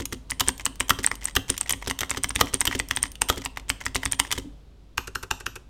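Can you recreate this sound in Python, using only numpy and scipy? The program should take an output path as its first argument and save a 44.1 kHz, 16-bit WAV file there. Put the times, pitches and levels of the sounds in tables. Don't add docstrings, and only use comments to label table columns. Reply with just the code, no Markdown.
import sys
import numpy as np
from scipy import signal
from scipy.fft import rfft, irfft
from scipy.io import wavfile

SR = 44100
rng = np.random.default_rng(int(sys.argv[2]) if len(sys.argv) > 2 else 0)


def output_pcm(signal):
    pcm = np.clip(np.atleast_2d(signal).T, -1, 1) * 32767
    wavfile.write(sys.argv[1], SR, np.round(pcm).astype(np.int16))


N = 250929


def amp(db):
    return 10 ** (np.asarray(db) / 20)


def rms(x):
    return np.sqrt(np.mean(x ** 2) + 1e-20)


def curve(points, hz):
    point_hz, value = np.transpose(points)
    return np.interp(np.log(hz + 1), np.log(point_hz + 1), value)


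def add(mix, s, sound):
    part = mix[max(round(s * SR), 0):][:len(sound)]
    part += sound[:len(part)]


def bins(size=2048):
    return np.fft.rfftfreq(size, 1 / SR)


def minimum_phase(gain_db):
    log_gain = np.log(amp(np.r_[gain_db, gain_db[-2:0:-1]]))
    return np.fft.ifft(np.exp(np.conj(signal.hilbert(log_gain)))).real


def peak(centre_hz, width_hz, height_db):
    detuning = 2 * (bins() - centre_hz) / width_hz
    return 10 * np.log10(1 + amp(height_db) ** 2 / (1 + detuning ** 2))


def contact(gain_db, level_db, t60, chatter, size=2048):
    t = np.arange(size) / SR
    force = rng.standard_normal(size) * amp(-60 * t / max(t60, .001))
    force *= chatter / np.linalg.norm(force)
    force[0] += 1
    sound = signal.fftconvolve(force, minimum_phase(gain_db))[:size]
    return amp(level_db) * sound / rms(sound[t < .003])


def slide(gain_db, level_db, length_s, rise_db, grain=0.21):
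    ramp = np.linspace(-1, 0, max(int(length_s * SR), 8))
    slips = rng.standard_normal(len(ramp)) * np.exp(grain * rng.standard_normal(len(ramp)))
    sound = signal.fftconvolve(slips * amp(rise_db * ramp), minimum_phase(gain_db))
    return amp(level_db) * sound / rms(sound[:len(ramp)])


def knocks(rows, colour, chatter, slide_db, slide_s, rise_db, slide_fizz_db, body=()):
    firm_t60 = .009
    body_db = sum(peak(*resonance) for resonance in body)
    scrape_db = curve([(2000, 0.017), (12000, slide_fizz_db)], bins())
    out = np.zeros(N)
    for s, db, cap_hz, edge_db, fizz_db, t60 in rows:
        hardness_db = curve([(2200, 0.0013), (4300, edge_db), (9000, fizz_db)], bins())
        gain_db = curve(colour, bins()) + body_db + hardness_db + peak(cap_hz, width_hz=450, height_db=4)
        looseness = max(t60 / firm_t60, 1) ** 2
        add(out, s, contact(gain_db, db, t60, chatter * looseness))
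        add(out, s - slide_s, slide(gain_db + scrape_db, db + slide_db, slide_s, rise_db))
    return out


def ring(blows, modes, size=SR // 2):
    t, response = np.arange(size) / SR, 0
    for hz, width, db, t60 in modes:
        band = np.exp(-2 * ((bins(size) - hz) / width) ** 2)
        cluster = irfft(rfft(rng.standard_normal(size)) * band, size) * amp(-60 * t / t60)
        response = response + amp(db) * np.sqrt(2 * width / SR) * cluster / np.linalg.norm(cluster)
    return signal.fftconvolve(blows, response)[:N]


def places(strokes, count=3, turn_s=.14):
    turns = np.arange(N) / SR / turn_s - np.arange(count)[:, None]
    windows = np.maximum(np.cos(2 * np.pi * turns / count), 0)
    return strokes * windows / np.linalg.norm(windows, axis=0)


# frequency in Hz, gain in dB.
KNOCK_SPECTRUM = [(120, -28), (400, -8.5), (650, -11), (950, -1.5), (1500, -7.5), (2000, 0), (2400, -6.5),
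                  (3100, -2), (4200, -9), (6000, -5.5), (8600, -10), (10500, -15), (13000, -14.5),
                  (16000, -25.5)]
# start in seconds, then bar, wire and thump levels in dB.
BAR_RETURNS = [(0.001, -31.5, -35, -36), (0.1244, -28.5, -28.5, -37.5), (0.4762, -26.5, -35, -35.5),
               (0.989, -28, -39, -38.5), (1.4952, -28.5, -21, -34), (1.8734, -26, -26.5, -36),
               (2.1716, -24.5, -31.5, -37), (2.537, -27, -26.5, -34.5), (2.7499, -24.5, -35, -34),
               (3.3733, -34, -33, -38), (4.378, -28.5, -28, -36.5)]


def space_releases(bar_hz=1500, edge_db=1, fizz_db=-4, t60=.028, bounce_s=.005,
                   wire_hz=3300, wire_edge_db=7, wire_fizz_db=8, wire_t60=.017):
    rows = []
    for s, db, wire_db, _ in BAR_RETURNS:
        rows += [(s, db, bar_hz, edge_db, fizz_db, t60),
                 (s + bounce_s, wire_db, wire_hz, wire_edge_db, wire_fizz_db, wire_t60)]
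    return knocks(rows, KNOCK_SPECTRUM, chatter=1.7,
                  slide_db=-20, slide_s=0.0033, rise_db=4, slide_fizz_db=-4.5)


# centre in Hz, width in Hz, gain in dB, t60 in seconds.
PLATE_CLUSTERS = [(490, 170, -4, .04), (1080, 120, -12, .08), (1300, 160, -13, .06), (3100, 700, -17, .27)]


def plate_ring(strokes, gain_db=-3.5):
    return amp(gain_db) * sum(ring(share, PLATE_CLUSTERS) for share in places(strokes))


def cap_rattle(level_db=-43, spread_db=4, count=5, window_s=(-.014, .028)):
    gain_db = curve(KNOCK_SPECTRUM, bins()) + curve([(8500, 0), (12000, -7)], bins())
    out = np.zeros(N)
    for s, *_ in KEYSTROKES + KEY_RETURNS + BAR_STROKES + BAR_RETURNS:
        for when, strength in rng.random((count, 2)):
            tick = contact(gain_db, level_db + spread_db * (2 * strength - 1), t60=.014, chatter=4)
            add(out, s + np.interp(when, [0, 1], window_s), tick)
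    return out


# frequency in Hz, relative level in dB, t60 in seconds, rise in seconds.
DESK_TOP = [(69, 11, 0.085, 0.0011), (102.3, 3, 0.19, 0.00074), (127, -10.5, 0.19, .001)]
BOOM = [(187.5, -6, 0.14, 0.004), (257.8, -2, 0.18, 0.0065), (270, 1.5, 0.19, 0.011)]
HOLLOW_CASE = [(371, 4, 0.089, 0.0017), (437, 5, 0.06, 0.003), (525, -7.5, 0.12, 0.0028)]


def thumps(pushes, shares_db, scatter=.035):
    t, out = np.arange(SR // 3) / SR, np.zeros(N)
    for s, level_db in pushes:
        for share_db, modes in zip(shares_db, (DESK_TOP, BOOM, HOLLOW_CASE)):
            sound = np.zeros(len(t))
            for hz, mode_db, t60, rise_s in modes:
                local_hz = hz * (1 + scatter * rng.standard_normal())
                envelope = amp(mode_db - 60 * t / t60) * (1 - np.exp(-t / rise_s))
                sound -= envelope * np.sin(2 * np.pi * local_hz * t)
            add(out, s, amp(share_db + level_db) * sound / rms(sound[t < .04]))
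    return out


def desk(release_db=-24, key_shares_db=(0, -4.5, -18)):
    return (thumps([(s + travel, db) for s, _, _, travel, _, _, db in KEYSTROKES], key_shares_db)
            + thumps([(s, db + release_db) for s, db, *_ in KEY_RETURNS], key_shares_db)
            + thumps([(s, db) for s, *_, db in BAR_STROKES], shares_db=(0, -6, -8))
            + thumps([(s, db) for s, *_, db in BAR_RETURNS], shares_db=(0, -2.5, -2.9))
            + thumps([(s, db) for s, db, _, _ in RATTLY_STROKES], shares_db=(-21.5, -31.5, -27))
            + thumps([(s + held, db) for s, _, held, db in RATTLY_STROKES], shares_db=(-12.5, -29, -14.5)))


# frequency in Hz, t60 in seconds.
TAIL_DECAY = [(250, .3), (1000, .36), (3000, .38), (8700, .36), (11000, .32), (16000, .27)]
# frequency in Hz, relative level in dB.
TAIL_SPECTRUM = [(200, 15.5), (1000, 2), (2000, -4), (3100, 1), (5500, -3), (9300, 1), (11000, -5),
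                 (16000, 1.5)]


def room(x, tail_db=-16.0, early_db=-15, early_t60=0.027, early_delay_s=.004, tail_delay_s=.007):
    t = np.arange(SR // 2) / SR
    early = rng.standard_normal(len(t)) * (rng.random(len(t)) < 1 / 10)
    early *= (t > early_delay_s) * amp(-60 * t / early_t60)
    hz, when, bands = signal.stft(rng.standard_normal(len(t)), SR, nperseg=256)
    bands *= amp(curve(TAIL_SPECTRUM, hz)[:, None] - 60 * when / curve(TAIL_DECAY, hz)[:, None])
    tail = signal.istft(bands, SR, nperseg=256)[1][:len(t)] * (t > tail_delay_s)
    response = amp(early_db) * early / np.linalg.norm(early) + amp(tail_db) * tail / np.linalg.norm(tail)
    return signal.fftconvolve(x, response)[:N]


# frequency in Hz, relative noise density in dB.
ROOM_TONE_SPECTRUM = [(20, -11.5), (34, -13.5), (48, -7), (75, -10.5), (190, -20), (460, -28), (1800, -44),
                      (3500, -42), (16000, -62.5)]


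def room_tone(noise_db=-52, hum_hz=50.2, hum_db=-50, typing_lift_db=4):
    t = np.arange(N) / SR
    noise = irfft(rfft(rng.standard_normal(N)) * amp(curve(ROOM_TONE_SPECTRUM, bins(N))), N)
    hum = amp(hum_db) * np.sqrt(2) * np.sin(2 * np.pi * hum_hz * t)
    lift = amp(np.interp(t, [4.5, 4.7], [typing_lift_db, 0]))
    return (amp(noise_db) * noise / rms(noise) + hum) * lift


# start in seconds, level in dB, fizz in dB.
LIGHT_TICKS = [(0.0552, -24, 9), (0.304, -26.5, 3), (0.4656, -38, 0), (0.5792, -38, 13), (0.757, -43.5, 11),
               (0.883, -34.5, 9.5), (1.033, -33, 10), (1.1543, -35.5, 13), (1.2438, -32.5, 26),
               (1.488, -37, 10), (1.567, -37, 3), (1.5788, -23.5, 11), (1.8619, -35, -4), (1.899, -23, 2),
               (2.096, -28, 0.5), (2.458, -38.5, 13), (2.8868, -34.5, 18), (3.1178, -37.5, 21),
               (3.155, -36, 2), (3.214, -33.5, 21), (3.36, -41, 12), (3.947, -27.5, 2), (3.9625, -21, 2),
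               (4.115, -31, 4), (4.1943, -23.5, 5)]


def touches_and_ticks(lead_s=.005, touch_db=-39, touch_fizz_db=4, touch_t60=0.019,
                      cap_hz=2600, edge_db=6, tick_t60=0.013):
    touches = [(s - lead_s, touch_db, cap_hz, 0, touch_fizz_db, touch_t60) for s, *_ in KEYSTROKES]
    ticks = [(s, db, cap_hz, edge_db, fizz_db, tick_t60) for s, db, fizz_db in LIGHT_TICKS]
    return knocks(touches + ticks, KNOCK_SPECTRUM, chatter=2.1,
                  slide_db=-19.5, slide_s=0.0025, rise_db=3, slide_fizz_db=-3.5)


# frequency in Hz, gain in dB.
CLICK_SPECTRUM = [(150, -42), (900, -23.5), (2400, -27), (4200, -32), (6000, -17.5), (7300, -19.5),
                  (8700, -14.5), (10500, -30), (13000, -28.5), (16000, -37.5)]
# start in seconds, click level in dB, click pitch
# in Hz, travel on to the plate in seconds, landing level in dB, cap resonance in Hz, thump level in dB.
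KEYSTROKES = [(0.31, -21.5, 9500, 0.0084, -23.5, 2060, -41.5),
              (0.4848, -11.5, 8300, 0.0053, -18, 1850, -41),
              (0.6554, -15.1, 8200, 0.0077, -18, 1880, -38.5),
              (0.8025, -19, 8690, .0039, -15.5, 1820, -37.5), (1.0403, -25.5, 8100, 0.0043, -17, 1830, -46),
              (1.0643, -10, 8460, 0.0091, -24, 1940, -52), (1.2552, -16.8, 8530, 0.0024, -39, 2000, -50),
              (1.5019, -14.5, 8840, 0.00206, -37.5, 2000, -55), (1.6113, -16, 8370, 0.0012, -29, 2580, -50),
              (1.7251, -17.8, 8630, .0098, -24, 2300, -42), (1.9053, -27, 8400, 0.0054, -19.5, 2690, -41.5),
              (2.1063, -19, 7790, 0.0062, -20.5, 2030, -41),
              (2.236, -17.5, 8700, 0.0072, -17.5, 1900, -39.5),
              (2.293, -23.5, 8700, .0127, -25.5, 2240, -44.5),
              (2.3562, -21.5, 9100, 0.0045, -17.5, 2200, -34.5),
              (2.5423, -14, 8750, 0.0072, -29, 3190, -57.5), (2.607, -13, 8400, 0.0068, -17.5, 1990, -40.5),
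              (2.7929, -23, 8400, 0.0061, -17, 2110, -39.5), (2.9106, -26.5, 8400, 0.00029, -15, 2840, -40),
              (2.9634, -20, 8440, .008, -19.5, 2060, -42), (3.0295, -13, 8900, .0078, -22, 2020, -42),
              (3.2184, -14, 8630, 0.0007, -15, 2730, -41.5), (3.4515, -26, 8000, 0.0082, -22, 2066, -42),
              (3.6954, -21, 8140, 0.0052, -15, 2830, -37.5), (3.8578, -25, 8150, 0.0069, -19, 2000, -39),
              (3.9522, -23, 8300, 0.00464, -18, 2080, -34.5),
              (4.0544, -19.5, 8300, 0.0051, -19, 1890, -35.5),
              (4.1225, -15.3, 8900, 0.0091, -24, 2580, -43.5), (4.199, -14, 8800, .0005, -12, 2730, -38.5)]


def clicks(slide_db=-29, slide_s=0.0049):
    colour_db = curve(CLICK_SPECTRUM, bins())
    out = np.zeros(N)
    for s, db, hz, *_ in KEYSTROKES:
        ping_db = colour_db + peak(hz, width_hz=750, height_db=17)
        add(out, s, contact(ping_db, db, t60=.007, chatter=.6))
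        add(out, s - slide_s, slide(colour_db, db + slide_db, slide_s, rise_db=-10))
    return out


# centre in Hz, width in Hz, gain in dB, t60 in seconds.
LEAF_CLUSTERS = [(8850, 900, -15, .36)]


def leaf_ring(snaps, gain_db=-5.5):
    return amp(gain_db) * sum(ring(share, LEAF_CLUSTERS) for share in places(snaps))


def key_landings(edge_db=-2, fizz_db=-7, brightening=.9, t60=0.011, usual_db=-19):
    rows = [(s + travel, db, hz, edge_db, fizz_db + brightening * (db - usual_db), t60)
            for s, _, _, travel, db, hz, _ in KEYSTROKES]
    return knocks(rows, KNOCK_SPECTRUM, chatter=1.5,
                  slide_db=-17, slide_s=0.0033, rise_db=6, slide_fizz_db=-1.5)


# frequency in Hz, gain in dB.
BAR_SPECTRUM = [(120, -12), (400, -10), (750, -9.5), (1200, -4.5), (1900, -8), (2400, -15.5), (3100, -1.5),
                (4200, -12.5), (6000, -15), (8600, -25), (10500, -29.5), (13000, -22), (16000, -35.5)]
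# centre in Hz, width in Hz, height in dB.
BAR_RESONANCES = [(1303, 120, 0.5), (1910, 130, 4), (3050, 170, -3)]
# slam time in seconds, slam level in dB, bar resonance in Hz, the thumb's
# lead in seconds and level in dB, the wire's lead in seconds and level in dB, thump level in dB.
BAR_STROKES = [(0.4107, -17, 3200, .0127, -19, .0045, -14.5, -34.5),
               (0.9062, -9.5, 1400, 0.011, -16, 0.0029, -22, -32.5),
               (1.3663, -13, 1220, 0.013, -23.5, .0037, -19, -29),
               (1.7109, -26.5, 3270, 0.016, -17.5, 0.00446, -17.5, -41.5),
               (2.0158, -25.5, 1550, 0.026, -23.5, 0.0085, -20, -37),
               (2.4122, -8.5, 1250, 0.01, -26.5, 0.0029, -22.5, -29),
               (2.676, -16, 3120, .0224, -18.5, .006, -20, -33.5),
               (3.3002, -12, 1170, 0.0129, -23.5, 0.0079, -21, -32),
               (4.329, -28, 3100, 0.014, -19.5, 0.0045, -17.5, -43.5)]


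def space_presses(rattle_hz=3250, thumb_edge_db=0, thumb_fizz_db=5, thumb_t60=0.016,
                  wire_edge_db=4, wire_fizz_db=6, wire_t60=0.019,
                  slam_edge_db=-1, slam_fizz_db=2, slam_t60=0.012):
    rattles, slams = [], []
    for s, db, hz, thumb_lead, thumb_db, wire_lead, wire_db, _ in BAR_STROKES:
        rattles += [(s - thumb_lead, thumb_db, rattle_hz, thumb_edge_db, thumb_fizz_db, thumb_t60),
                    (s - wire_lead, wire_db, rattle_hz, wire_edge_db, wire_fizz_db, wire_t60)]
        slams += [(s, db, hz, slam_edge_db, slam_fizz_db, slam_t60)]
    rattling = knocks(rattles, KNOCK_SPECTRUM, chatter=1.6,
                      slide_db=-19, slide_s=0.0025, rise_db=4, slide_fizz_db=-5.0)
    slamming = knocks(slams, BAR_SPECTRUM, chatter=1.2, body=BAR_RESONANCES,
                      slide_db=-9, slide_s=0.005, rise_db=14, slide_fizz_db=13.5)
    return rattling + slamming


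# start in seconds, level in dB, cap resonance in Hz, chatter t60 in seconds.
KEY_RETURNS = [(0.597, -31.5, 1980, .016), (1.1151, -19, 1940, .007), (1.2244, -37.5, 2075, .014),
               (1.2835, -30, 2080, .017), (1.542, -37, 2030, .017), (1.66, -35.5, 1890, 0.037),
               (1.8248, -30.5, 2140, .014), (2.0327, -21.5, 1918, .011), (2.1468, -30, 1050, .02),
               (2.392, -29.5, 1743, .04), (2.471, -32.5, 940, .008), (2.712, -25, 1910, .016),
               (2.726, -24.5, 2013, .03), (3.0565, -33, 1090, .01), (3.3262, -34.5, 930, .016),
               (3.4193, -36.5, 2234, .016), (3.5725, -24.5, 1910, .015), (3.8117, -32, 2046, .023),
               (4.0327, -23.5, 1950, .022), (4.2496, -32, 1830, .017), (4.3078, -30, 2382, .008)]


def key_releases(edge_db=-6, fizz_db=-9):
    rows = [(s, db, hz, edge_db, fizz_db, t60) for s, db, hz, t60 in KEY_RETURNS]
    return knocks(rows, KNOCK_SPECTRUM, chatter=1.7,
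                  slide_db=-18, slide_s=0.0028, rise_db=3.5, slide_fizz_db=-4.5)


# start in seconds, thump level in dB.
HAND_LANDING = [(4.447, -39.5)]


def hand_rest():
    return thumps(HAND_LANDING, shares_db=(-12, 0, -14))


# frequency in Hz, gain in dB.
RATTLY_SPECTRUM = [(150, -32), (600, -17.5), (850, -2.5), (1500, -3), (2150, -10), (2660, -2), (3200, -8.5),
                   (3900, -5.5), (7000, -9.5), (9500, -19), (12000, -21.5), (16000, -37.5)]
# centre in Hz, width in Hz, height in dB.
RATTLY_RESONANCES = [(870, 93, -1), (1480, 320, 3), (2730, 300, 4.5)]
# start in seconds, landing level in dB, hold in seconds, release level in dB.
RATTLY_STROKES = [(4.9807, -17.5, 0.097, -32), (5.157, -20.5, 0.076, -31.5), (5.3126, -17, .0938, -37),
                  (5.466, -20.5, 0.095, -34)]


def rattly_key(cap_hz=1510, down_edge_db=-4, down_fizz_db=-4, down_t60=.009,
               up_edge_db=-3, up_fizz_db=1, up_t60=.03):
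    down = [(s, db, cap_hz, down_edge_db, down_fizz_db, down_t60) for s, db, _, _ in RATTLY_STROKES]
    up = [(s + held, db, cap_hz, up_edge_db, up_fizz_db, up_t60) for s, _, held, db in RATTLY_STROKES]
    presses = knocks(down, RATTLY_SPECTRUM, chatter=0.79, body=RATTLY_RESONANCES,
                     slide_db=-9.5, slide_s=0.0068, rise_db=19, slide_fizz_db=16.5)
    releases = knocks(up, RATTLY_SPECTRUM, chatter=3.5, body=RATTLY_RESONANCES,
                      slide_db=-5.0, slide_s=0.0054, rise_db=-1, slide_fizz_db=16)
    return presses, releases


# centre in Hz, width in Hz, gain in dB, t60 in seconds.
SPRING_CLUSTERS = [(5500, 5000, -15, .35), (7800, 1000, -13, .3), (12450, 800, 0, .22)]


def spring_ring(presses, gain_db=1.5):
    return amp(gain_db) * ring(presses, SPRING_CLUSTERS)


def scene(snap_send_db=-9.5, rattly_send_db=1):
    typing = key_landings() + key_releases() + touches_and_ticks() + space_presses() + space_releases()
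    typing += cap_rattle()
    snaps = clicks()
    presses, releases = rattly_key()
    rattly = presses + releases
    ringing = plate_ring(typing) + leaf_ring(snaps) + spring_ring(presses)
    reverb = sum(room(share) for share in places(typing + amp(snap_send_db) * snaps))
    reverb += amp(rattly_send_db) * room(rattly)
    return (typing + rattly + snaps + ringing + reverb + desk() + hand_rest() + room_tone())[None]


def record(dry):
    ceiling, cutoff_hz = .92, 16100
    low_pass = signal.firwin(401, cutoff_hz, window=("kaiser", 10), fs=SR)
    return signal.oaconvolve(np.clip(dry, -ceiling, ceiling), low_pass[None], "same")


dry = scene()
out = record(dry)
output_pcm(out)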